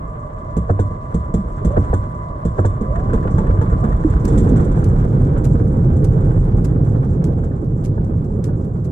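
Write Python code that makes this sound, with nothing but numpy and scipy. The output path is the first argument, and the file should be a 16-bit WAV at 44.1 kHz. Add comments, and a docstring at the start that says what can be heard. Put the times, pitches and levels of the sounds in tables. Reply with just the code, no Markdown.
"""A leafy bank beside a dirt track: an electric golf cart backs off the bank, heard from on board.
The motor, steady tones and housing resonances, sings under load; the drive takes up its slack in
thumps and clacks, made of damped frame modes. Then the cart rolls: shaped noise rumbles and crunches,
loose fittings rattle as bursts of bright noise, and something ticks in even time."""
import sys
import numpy as np
from scipy import signal
from scipy.fft import rfft, irfft, next_fast_len
from scipy.io import wavfile
from scipy.ndimage import uniform_filter1d, minimum_filter1d

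SR = 44100
rng = np.random.default_rng(int(sys.argv[2]) if len(sys.argv) > 2 else 0)


def inscribe(sig):
    """Save sig as 16-bit PCM at rate SR to the path in sys.argv[1].

    A 1-D sig is mono; a 2-D sig holds one channel per row.
    Samples are clipped to [-1, 1] before scaling.
    """
    pcm = np.round(np.clip(np.atleast_2d(sig).T, -1, 1) * 32767)
    wavfile.write(sys.argv[1], SR, pcm.astype(np.int16))


N = 393327
TIME = np.arange(N) / SR

# The ride: (time [s], shaking of the chassis [dB], scrub of the tyres [dB])
RIDE = [(0, -31.5, -58.5), (0.399, -33, -58.5), (1.5, -29.5, -57), (1.849, -25, -49), (2.25, -31.5, -58.5),
        (2.799, -27.5, -55), (3.1, -19, -52), (4.18, -21, -49.5), (4.351, -16, -43.5),
        (4.548, -14.5, -47.5), (4.751, -16.5, -47.5), (5.7, -15, -51.5), (6.301, -15.5, -51),
        (7.349, -17, -57), (7.7, -19, -63), (8.5, -19, -60.5), (8.92, -22.5, -65)]
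CRUISE_SHAKE_DB, CRUISE_SCRUB_DB = -15, -50
ROLL_START_S = 3.05  # chance hits from the ground begin here
# Blows on the frame: (time [s], relative level [dB], hardness [0 soft thump to 1 sharp clack],
# rattle of the fittings [dB])
BLOWS = [(0.567, -6.5, 0.044, -46.5), (0.696, -5, 0.86, -56), (0.791, -6, 0.76, -45),
         (0.907, -21.5, 0.32, -67), (1.144, -6.5, .02, -46), (1.34, -4.5, 0.062, -43.5),
         (1.648, -5.5, 0.027, -43), (1.705, -16.5, 1, -58), (1.769, -3.5, 0.65, -55.5),
         (1.93, -6, 0.89, -44.5), (2.451, -7, 0.05, -46), (2.585, -6.5, 0.82, -53), (2.646, -6, 0.8, -42.5),
         (2.809, -16, 0.33, -53), (3.134, -9, .2, -46.5), (3.252, -9.5, 0.79, -63),
         (3.381, -11.5, 0.28, -48), (3.494, -10.5, 0.88, -66), (3.613, -11.5, 0.53, -52),
         (3.723, -13.5, 0.28, -62), (3.838, -11.5, 0.39, -52), (4.377, -17.5, .05, -39)]
# Resonances of the body panels: (frequency [Hz], width [Hz], relative level [dB])
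PANEL_MODES = [(219.2, 48, 1.5), (296.7, 76, -0.5), (360.4, 36, -5), (443.6, 60, -4.5)]
# Spectrum of clattering plastic: (frequency [Hz], relative level per Hz [dB])
CLATTER_SPECTRUM = [(200, -21), (400, 10.5), (600, 13), (900, -6), (1600, -6.5), (2200, -34), (3400, -39),
                    (5000, -42)]
# Spectrum of bright metal and splinters: (frequency [Hz], relative level per Hz [dB])
BRIGHT_SPECTRUM = [(1800, -1), (2700, -16), (3450, -7), (4700, -19), (6200, -7.5), (7600, 0), (8700, -10.5),
                   (12000, -26.5), (15000, -40)]


def amp(db):
    """Amplitude factor of a level in dB."""
    return 10 ** (np.asarray(db) / 20)


def evened(x):
    """Scales x to rms 1."""
    return x / np.sqrt(np.mean(x ** 2) + 1e-20)


def read(points, hz):
    """Reads a curve of (frequency, value) on a logarithmic frequency axis."""
    f, value = np.transpose(points)
    return np.interp(np.log(hz + 1), np.log(f + 1), value)


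def follow(rows, axis=1):
    """Gain over time from one dB column of a curve."""
    rows = np.array(rows)
    return amp(np.interp(TIME, rows[:, 0], rows[:, axis]))


def add(mix, s, sound):
    """Lays a sound into the mix from time s on, cut at the end."""
    part = mix[:, max(round(s * SR), 0):][:, :sound.shape[-1]]
    part += sound[..., :part.shape[1]]


def colour(x, spectrum):
    """Shapes x by a spectrum that falls away steeply past its ends; rms 1."""
    size = next_fast_len(N)
    hz = np.fft.rfftfreq(size, 1 / SR)
    inside = np.clip(hz + 1, spectrum[0][0], spectrum[-1][0])
    octaves_outside = abs(np.log2((hz + 1) / inside))
    gain = amp(read(spectrum, hz) - 40 * octaves_outside)
    return evened(irfft(rfft(x, size) * gain, size)[:, :N])


def noise(spectrum):
    """Two independent channels of steady noise with the given spectrum."""
    return colour(rng.standard_normal((2, N)), spectrum)


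def wander(per_s):
    """Chance curve of rms 1: straight lines between per_s random knots a second, held after 4000 knots."""
    knots = rng.standard_normal(4000)
    return evened(np.interp(TIME * per_s, np.arange(len(knots)), knots))


def resonate(x, hz, width):
    """A steep resonance, fixed or moving: shift hz to zero, smooth twice, shift back."""
    turn = np.exp(2j * np.pi * np.cumsum(hz * np.ones(N)) / SR)
    r = np.exp(-np.pi * width / SR)
    smooth = signal.lfilter([(1 - r) ** 2], [1, -2 * r, r * r], x / turn)
    return evened((turn * smooth).real)


def ringing(modes, drift=1):
    """Random shaking heard through a set of resonances."""
    shaking = rng.standard_normal((2, N))
    return sum(amp(db) * resonate(shaking, hz * drift, width) for hz, width, db in modes)


def ping(hz, t60, rise):
    """One struck mode dying away."""
    t = np.arange(SR // 3) / SR
    return amp(-60 * t / t60) * (1 - np.exp(-t / rise)) * np.sin(2 * np.pi * hz * t)


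def bursts(rows, rise, t60, tail_db, tail_t60):
    """Envelope of hits (time, dB, ..): a quick crack plus a weaker tail; overlapping hits add in power."""
    t, power = np.arange(SR // 3) / SR, np.zeros((1, N))
    decay = amp(-60 * t / t60) + amp(tail_db - 60 * t / tail_t60)
    shape = (1 - np.exp(-t / rise)) * decay
    for s, db, *_ in rows:
        add(power, s, (amp(db) * shape) ** 2)
    return np.sqrt(power[0])


def scatter(per_s, db, spread_db):
    """Chance hits (time, dB) at a steady or changing rate."""
    hit, sizes = rng.random(N) < per_s / SR, rng.standard_normal(N)
    return list(zip(TIME[hit], db + spread_db * sizes[hit]))


def underway(hits):
    """Hits caused by the ground: none before the wheels roll, louder the harder the tyres scrub."""
    times, _, scrub_db = np.transpose(RIDE)
    return [(s, db + np.interp(s, times, scrub_db) - CRUISE_SCRUB_DB) for s, db in hits if s > ROLL_START_S]


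def driven(cruise_db, by_shake, by_scrub):
    """Gain over time of a layer that grows, in dB per dB, with the shaking and the scrub of the ride."""
    shake = follow(RIDE, axis=1) / amp(CRUISE_SHAKE_DB)
    scrub = follow(RIDE, axis=2) / amp(CRUISE_SCRUB_DB)
    return amp(cruise_db) * shake ** by_shake * scrub ** by_scrub


def ports(pair, side, lean):
    """Two microphone ports: shaken together in the bass, against each other around 1 kHz."""
    size = next_fast_len(N)
    hz, (mid, other) = np.fft.rfftfreq(size, 1 / SR), rfft(pair, size)
    width, ratio = amp(read(side, hz)), amp(read(lean, hz)) ** 2
    # the part of the side signal that follows the mid makes one port louder
    shared = np.clip((ratio - 1) / (ratio + 1) * (1 + width ** 2) / (2 * width), -1, 1)
    apart = width * (shared * mid + 1j * np.sqrt(1 - shared ** 2) * other)
    return irfft(np.array([mid + apart, mid - apart]), size)[:, :N]


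def grit(grains, crunches_per_s=24, count=4):
    """Grit gives way in small clumps; each grain size crunches in its own part of the treble."""
    # Crushed grit: (frequency [Hz], relative level per Hz [dB])
    grit_spectrum = [(2400, -10), (4700, -11.5), (5800, -6.5), (6800, -5.5), (7600, -0.5), (8860, -11.5),
                     (10200, -12.5), (11400, -20), (13300, -24.5), (15000, -38.5)]
    hz, fizz, out = np.fft.rfftfreq(N, 1 / SR), rfft(colour(grains, grit_spectrum)), 0
    centres = np.geomspace(grit_spectrum[0][0], grit_spectrum[-3][0], count)
    for share in np.eye(count):
        hits = scatter(crunches_per_s, db=-3.0, spread_db=4.5)
        clumps = evened(.5 + bursts(hits, rise=0.0027, t60=0.13, tail_db=-16.5, tail_t60=.25))
        out = out + clumps * irfft(fizz * np.interp(hz, centres, share), N)
    return out


def rolling():
    """Rough ground rocks the springs and shakes chassis and panels; the tyres scrub over dirt and crush grit."""
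    # Spectra of the layers: (frequency [Hz], relative level per Hz [dB])
    sway_spectrum = [(15, -2.5), (32, 12.5), (48, 13), (68, 7), (92, 7), (120, -19.5)]
    rumble_spectrum = [(55, -9.5), (85, 3.5), (118, 5.5), (160, 3), (200, -4), (245, -17), (300, -27.5)]
    panel_spectrum = [(170, -16), (225, 2.5), (290, 0.5), (430, -2.5), (520, -5), (600, -14.5),
                      (780, -20.5), (950, -29.5), (1200, -31)]
    scrub_spectrum = [(500, 3.5), (750, 6), (1000, 3), (1280, -1), (1530, -2), (1750, -8.5), (2200, -16),
                      (2700, -28.5), (3450, -24.5), (4300, -39)]
    sway = driven(cruise_db=-18, by_shake=0.55, by_scrub=0.51) * noise(sway_spectrum)
    rumble = driven(cruise_db=-14, by_shake=0.95, by_scrub=0.067) * noise(rumble_spectrum)
    jolts = wander(per_s=51)
    # each panel booms up and dies down on its own
    booms = 0
    for hz, width, db in PANEL_MODES:
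        mode = ringing([(hz, width / 2, db)], drift=1 + .03 * wander(per_s=4))
        booms = booms + amp(4.0 * wander(per_s=9)) * mode
    panels = amp(-0.5) * noise(panel_spectrum) + amp(-6.0) * evened(booms)
    drone = amp(1.4 * jolts) * driven(cruise_db=-24, by_shake=0.89, by_scrub=0.13) * panels
    # single grains, 9000 a second, over a thin hiss
    sizes = amp(0.64 * np.minimum(rng.exponential(1, N), 4))
    grains = rng.standard_normal((2, N)) * (0.15 + sizes * (rng.random(N) < 9000 / SR))
    scrub_level = driven(cruise_db=-43, by_shake=0.029, by_scrub=0.76)
    scrub = amp(0.9 * jolts + 2.0 * wander(per_s=63)) * scrub_level * colour(grains, scrub_spectrum)
    crunch = driven(cruise_db=-64, by_shake=.03, by_scrub=0.55) * grit(grains)
    return sway + rumble + drone + scrub + crunch


def judder():
    """The body panels shudder briefly as the wheels come off the bank."""
    # Strength of the shudder: (time [s], level [dB])
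    shudder = [(4.2, -49.5), (4.26, -23.5), (4.36, -21.5), (4.55, -23.5), (4.62, -24.5), (4.72, -57.5)]
    dropping = (TIME > shudder[0][0]) & (TIME < shudder[-1][0])
    return dropping * follow(shudder) * ringing(PANEL_MODES)


def suspension(cycles=0.82):
    """Each root or rut swings the damped springs one way and back."""
    # The biggest bumps: (time [s], relative level [dB], bounce frequency [Hz])
    bumps = [(1.68, -10, 57.5), (1.914, -7.5, 55.4), (2.912, -9, 55.7), (2.995, -8.5, 55),
             (3.086, -5.5, 85.5), (3.345, -2.5, 84.5), (3.5, -3.5, 46.7), (3.593, -4, 87),
             (3.733, -3, 51.6), (3.95, -1.5, 55), (4.109, -4.5, 89.5), (4.157, -5, 58)]
    t, out = np.arange(-SR // 10, SR // 10) / SR, np.zeros((2, N))
    for s, db, hz in bumps:
        swing = np.exp(-(t * hz / cycles) ** 2) * np.sin(2 * np.pi * hz * t)
        add(out, s + t[0], amp(db - 3.0) * swing)
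    return out * amp([[-.6], [.6]])  # a little stronger on the right


def ticking(count=3, stop_t60=0.017):
    """Dry, bright ticks in even time, every third strong; each scratch swells, stops and trails off."""
    # Ticks placed one by one, each a short scratch of bright noise: mostly the strong ones, plus two faint
    # extra # ticks on weak beats: (time [s], relative level [dB], length [s])
    placed = [(4.246, -38.5, 0.01), (4.84, -40, 0.0065), (5.437, -42.5, 0.019), (6.039, -40.5, 0.01),
              (6.442, -53, 0.0025), (6.637, -43.5, 0.022), (7.24, -39, 0.004), (7.837, -42, 0.023),
              (8.439, -39, 0.0058), (8.846, -58, .012)]
    # Colour of a tick: (frequency [Hz], relative level per Hz [dB])
    tick_spectrum = [(1200, 3.5), (2200, 2), (3500, -2), (5000, 0.5), (7600, 3.5), (9500, -2), (13000, -8),
                     (15500, -24)]
    first_s, period_s = 4.243, .1999
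    weak_db, weak_length_s = -56.5, 0.009
    tail_db, tail_t60 = -7, .14
    weak = []
    for k, s in enumerate(np.arange(first_s, N / SR, period_s)):
        if k % count:
            weak.append((s, weak_db + 1.5 * rng.standard_normal(), weak_length_s))
    t, level = np.arange(SR // 5) / SR, np.zeros((1, N))
    for s, db, length in placed + weak:
        after = np.maximum(t - length, 0)
        fade = np.maximum(amp(-60 * after / stop_t60), amp(tail_db - 60 * after / tail_t60))
        add(level, s, amp(db) * np.minimum(2 * t / length, 1) * fade)
    # one lone, thin click early on: (time [s], relative level [dB])
    level = level + bursts([(0.4485, -46)], rise=.0001, t60=.005, tail_db=-30, tail_t60=.02)
    clicks = rng.standard_normal((2, N)) * (0.99 + (rng.random(N) < 5000 / SR))
    return level * evened(amp(2.8 * wander(per_s=500))) * colour(clicks, tick_spectrum)


def stones():
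    """Twigs and stones snap, the big ones with a short ring of their own: thick on the bank, sparse after."""
    # The loudest twigs and stones under the tyres: (time [s], relative level [dB], ring [Hz])
    snaps = [(2.955, -32, 1820), (2.993, -33, 1670), (3.098, -32.5, 1520), (3.13, -30, 1580),
             (3.227, -34, 1750), (3.239, -36.5, 1530), (3.271, -29, 1440), (3.379, -29.5, 1550),
             (3.465, -33, 1790), (3.503, -31.5, 1385), (3.586, -32, 1520), (3.612, -32.5, 1700),
             (3.698, -35.5, 1810), (3.726, -32, 1430), (3.839, -30, 1430), (3.920, -32.5, 1850),
             (4.034, -33.5, 1760), (4.130, -34.5, 1500), (4.163, -32, 1290), (4.47, -34.5, 1550),
             (4.564, -35.5, 1470), (5.375, -37.5, 1570), (6.308, -41.5, 1550), (7.432, -40.5, 1640)]
    # Colour of a crack: (frequency [Hz], relative level per Hz [dB])
    crack_spectrum = [(500, -4), (1100, 9), (1600, 4.5), (2400, -12.5), (3400, -17.5), (4600, -31),
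                      (7500, -31)]
    bank_end_s, bank_per_s, track_per_s = 5.2, 9.2, 0.7
    ring_db, ring_t60 = -6, .055
    splinter_db, splinter_db_per_octave, splinter_hz = -22.5, 27.5, 1760
    per_s = np.where(TIME < bank_end_s, bank_per_s, track_per_s)
    crackle = evened(amp(3.5 * wander(per_s=300)))
    small = underway(scatter(per_s, db=-39.5, spread_db=2.5))  # level at cruising scrub
    crack_level = bursts(list(snaps) + small, rise=0.005, t60=0.065, tail_db=-14.0, tail_t60=0.09)
    cracks = amp(-0.5) * crack_level * noise(crack_spectrum)
    # thin twigs ring higher and splinter more brightly
    splinters = [(s, db + splinter_db_per_octave * np.log2(hz / splinter_hz)) for s, db, hz in snaps]
    splinter_level = bursts(splinters, rise=0.0022, t60=0.059, tail_db=-24.5, tail_t60=.1)
    out = crackle * (cracks + amp(splinter_db) * splinter_level * noise(BRIGHT_SPECTRUM))
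    for s, db, hz in snaps:
        add(out, s, amp(db + ring_db) * ping(hz, ring_t60, rise=0.0016))
    return out


def fittings(bounce_s=0.0074, bounce_db=-2):
    """Loose metal parts chatter after blows and on rough ground: each strikes, bounces once and rings."""
    # The fittings also jangle on their own: (time [s], relative level [dB])
    rattles = [(4.100, -50.5), (4.279, -41.5), (4.396, -46), (4.491, -47.5), (4.569, -50), (4.644, -49),
               (4.716, -51.5), (5.374, -52), (5.965, -54.5), (7.440, -57.5)]
    # Ring of the metal: (frequency [Hz], width [Hz], relative level [dB])
    metal_modes = [(3500, 140, -5.5), (8460, 79, -6.5), (7500, 110, -4), (8200, 230, -10)]
    lag_s = 0.01  # delay after the hardest clack; softer blows are answered sooner
    shaken = [(s + lag_s * hard ** 2, db) for s, _, hard, db in BLOWS] + list(rattles)
    shaken += underway(scatter(per_s=4, db=-62.5, spread_db=4.5))  # faint chance rattles
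    strikes = shaken + [(s + bounce_s, db + bounce_db) for s, db in shaken]
    clink_level = bursts(strikes, rise=0.00042, t60=0.041, tail_db=-15.0, tail_t60=0.31)
    ring_level = amp(-18.5) * bursts(shaken, rise=0.0017, t60=0.22, tail_db=-6.5, tail_t60=0.46)
    return clink_level * noise(BRIGHT_SPECTRUM) + ring_level * ringing(metal_modes)


def bodywork(flex_s=0.0025):
    """Plastic panels clatter after blows, most after hard ones; a cover knocks and hollow panels flex."""
    # A loose plastic cover knocks: (time [s], relative level [dB], brightness [dB per octave])
    cover_knocks = [(0.791, -29, 3), (1.933, -23.5, 1.5), (2.648, -23.5, -1.5), (7.513, -44, 10),
                    (7.977, -33, -1.5), (8.302, -39.5, -11.5), (8.488, -37.5, 2)]
    # Modes of the cover: (frequency [Hz], t60 [s], relative level [dB])
    cover_modes = [(560, .03, 4.5), (720, 0.033, -5.5), (876, 0.033, 6.5), (1514, 0.081, -9),
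                   (1690, 0.04, -5)]
    # A hollow panel flexes and rings: (time [s], relative level [dB], pitch [Hz], t60 [s])
    bonks = [(1.384, -16, 192.6, .14), (2.812, -18.5, 208, .13), (3.136, -22, 441, 0.11),
             (3.139, -13.5, 211.5, .14), (3.381, -31.5, 870, 0.14), (3.385, -12.5, 207.5, .12),
             (3.614, -31.5, 870, 0.12), (3.828, -28, 725, 0.065), (3.842, -9.5, 216.3, 0.09),
             (4.047, -1.5, 310.5, 0.075), (4.521, -2, 242, 0.053)]
    knocks = [(s, db - 25 + 6 * hard) for s, db, hard, _ in BLOWS]
    out = bursts(knocks, rise=0.001, t60=0.04, tail_db=-18, tail_t60=0.19) * noise(CLATTER_SPECTRUM)
    for s, db, bright in cover_knocks:
        for hz, t60, mode_db in cover_modes:
            level = amp(db + mode_db + bright * np.log2(hz / 1000))
            detune = 1 + 0.016 * rng.standard_normal()
            add(out, s, level * ping(hz * detune, t60, rise=0.003))
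    for s, db, hz, t60 in bonks:
        add(out, s, amp(db + 5.0) * ping(hz, t60, flex_s))
    return out


def scrapes():
    """The gear teeth scrape as the slack runs out: each scrape swells and stops at the catch."""
    # The catches: (time [s], level [dB])
    catches = [(0.704, -18), (1.776, -15), (2.593, -17)]
    swell_s, stop_s = .008, .007
    level = 0
    for s, db in catches:
        level = level + amp(db) * np.exp(-np.maximum((s - TIME) / swell_s, (TIME - s) / stop_s))
    return level * noise(CLATTER_SPECTRUM)


def gears():
    """A short rising whirr whenever the motor spins free: grinding in the first run, smoother in the second."""
    # Gears spinning up, one table a run: (time [s], pitch [Hz], level [dB])
    spin_ups = [
        [(1.61, 409.6, -39), (1.69, 483, -31.5), (1.745, 612, -32.5), (1.77, 690, -33)],
        [(2.84, 483, -43), (2.905, 553, -30), (2.96, 675, -33), (3.01, 740, -37), (3.11, 842, -44)],
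    ]
    out, waver, rough = np.zeros((2, N)), 0.05 * wander(per_s=460), 4.0 * wander(per_s=160)
    for rows, roughness in zip(spin_ups, (1, 0.53)):  # 0 clean to 1 grinding
        s, hz, db = np.transpose(rows)
        t = np.arange(s[0], s[-1], 1 / SR)
        turns = np.cumsum(np.interp(t, s, hz) * (1 + roughness * waver[:len(t)])) / SR
        level = amp(np.interp(t, s, db) + roughness * rough[:len(t)])
        fade = signal.windows.tukey(len(t), .15)
        add(out, s[0], level * fade * np.sqrt(2) * np.sin(2 * np.pi * turns))
    return out


def motor():
    """The speed controller's steady tones, and the housing singing under a wavering load."""
    # Straining motor: (time [s], relative switching tones [dB], housing [dB])
    strain = [(0, -40, -42.5), (1.5, -37.5, -44.5), (3, -36.5, -42), (3.9, -38, -42), (4.5, -40.5, -53.5),
              (4.9, -50.5, -70), (8.92, -58, -62)]
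    # Switching tones: (frequency [Hz], relative level [dB])
    switching = [(1000, -3.5), (2000, -25.5)]
    # Resonances of the housing: (frequency [Hz], width [Hz], relative level [dB])
    housing_modes = [(608.6, 110, 2), (1105, 95, -3.5), (1148, 52, -5.5), (1692, 59, -20.5),
                     (2060, 19, -28)]
    whistle_hz, whistle_db = 14626, -50.5  # thin electronic whistle, relative to the housing's level
    tones = sum(amp(db) * np.sqrt(2) * np.sin(2 * np.pi * hz * TIME) for hz, db in switching)
    whistle_level = amp(whistle_db + 3 * wander(per_s=6))
    whistle = whistle_level * np.sqrt(2) * np.sin(2 * np.pi * whistle_hz * TIME)
    housing = ringing(housing_modes, drift=1 + 0.0085 * wander(per_s=7))
    tone_level = amp(-5.5 + 1.9 * wander(per_s=7.2)) * follow(strain, axis=1)
    return tone_level * tones + follow(strain, axis=2) * (housing + whistle)


def frame(soft_travel=0.02, hard_travel=0.095, swell_cycles=0.2, detune_share=.016):
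    """Blows shove and ring the frame; bending waves bring the high modes first and the low ones last."""
    # Frame and panels: (frequency [Hz], t60 [s], level when thumped [dB], level when clacked [dB])
    frame_modes = [(63.9, 0.41, 1.5, -11), (97.3, 0.32, -23, 14), (112.5, 0.55, -7.5, -5.5),
                   (171, 0.18, 3.5, -12), (201.9, 0.17, -1.5, -6), (284.4, 0.2, -15, -3),
                   (346.7, 0.11, -7.5, -2), (455.7, 0.093, -5.5, -3.5), (486, 0.062, -14, 2.5),
                   (583, 0.057, -13, -3.5), (761, 0.031, -20, -7.5)]
    push_hz, push_cycles, push_lag_s, push_db = 181, 0.7, 0.0051, -0.5
    t, out = np.arange(SR // 2) / SR, np.zeros((2, N))
    hz, t60, soft_db, hard_db = np.array(frame_modes).T[:, :, None]
    slowness = hz ** -.5 - hz.max() ** -.5
    # a thump begins with one solid shove
    turns = (t - push_lag_s) * push_hz
    push = -amp(push_db) * np.exp(-(turns / push_cycles) ** 2) * np.sin(2 * np.pi * turns)
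    detunes = rng.standard_normal((len(BLOWS), len(frame_modes), 1))
    for (s, db, hard, _), detune in zip(BLOWS, detunes):
        travel = soft_travel + hard * (hard_travel - soft_travel)
        age = np.maximum(t - travel * slowness, 0)  # time since each mode arrived
        fade = amp(-60 * age / t60) * (1 - np.exp(-age * hz / swell_cycles))
        level = amp(soft_db + hard * (hard_db - soft_db))
        tones = np.sin(2 * np.pi * hz * (1 + detune_share * detune) * age)
        ring = (level * fade * tones).sum(0)
        add(out, s, amp(db) * (ring / abs(ring).max() + .5 * (1 - hard) * push))
    return out


def scene():
    """Places the drive, the whirr, the rolling and the ticks before the two ports."""
    # Width of the stereo image: (frequency [Hz], side to mid [dB])
    drive_side = [(90, -20), (200, -17.5), (380, -12), (700, 3.5), (1290, 8), (2380, 0), (4400, 0),
                  (8120, 2.5), (15000, -3.5)]
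    roll_side = [(60, -18.5), (110, -21.5), (200, -15.5), (380, -10), (700, 2), (1290, 5), (2380, -1),
                 (4400, -0.5), (8120, 1.5), (15000, -1.5)]
    # Lean of the stereo image: (frequency [Hz], left to right [dB])
    drive_lean = [(80, -1), (200, -2), (380, -15), (700, 1.5), (1290, -1.5), (2380, 0), (4400, -3),
                  (8120, -13), (15000, 0)]
    roll_lean = [(80, -1.2), (200, -1.5), (380, -4.5), (700, -12), (1290, -2.5), (2380, -2.5), (4400, -1),
                 (8120, -9.5), (15000, 5.5)]
    machinery = motor() + frame() + scrapes() + bodywork() + fittings() + stones()
    drive = ports(machinery, drive_side, drive_lean)
    whirr = gears() * amp([[-12], [4]])  # the gearbox sits to the right
    ride = ports(rolling() + judder(), roll_side, roll_lean)
    return drive + whirr + suspension() + ride + ticking()


def record(dry):
    """A quick limiter holds the loudest peaks down; then the band limit."""
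    ceiling, edge_hz = 0.87, 15750
    allowed = np.minimum(1, ceiling / (abs(dry).max(0) + 1e-9))
    held = minimum_filter1d(allowed, size=401)
    gain = uniform_filter1d(uniform_filter1d(held, size=201), size=201)
    lowpass = signal.firwin(511, edge_hz, window=("kaiser", 9), fs=SR)
    return signal.oaconvolve(dry * gain, lowpass[None], "same")


dry = scene()
out = record(dry)
inscribe(out)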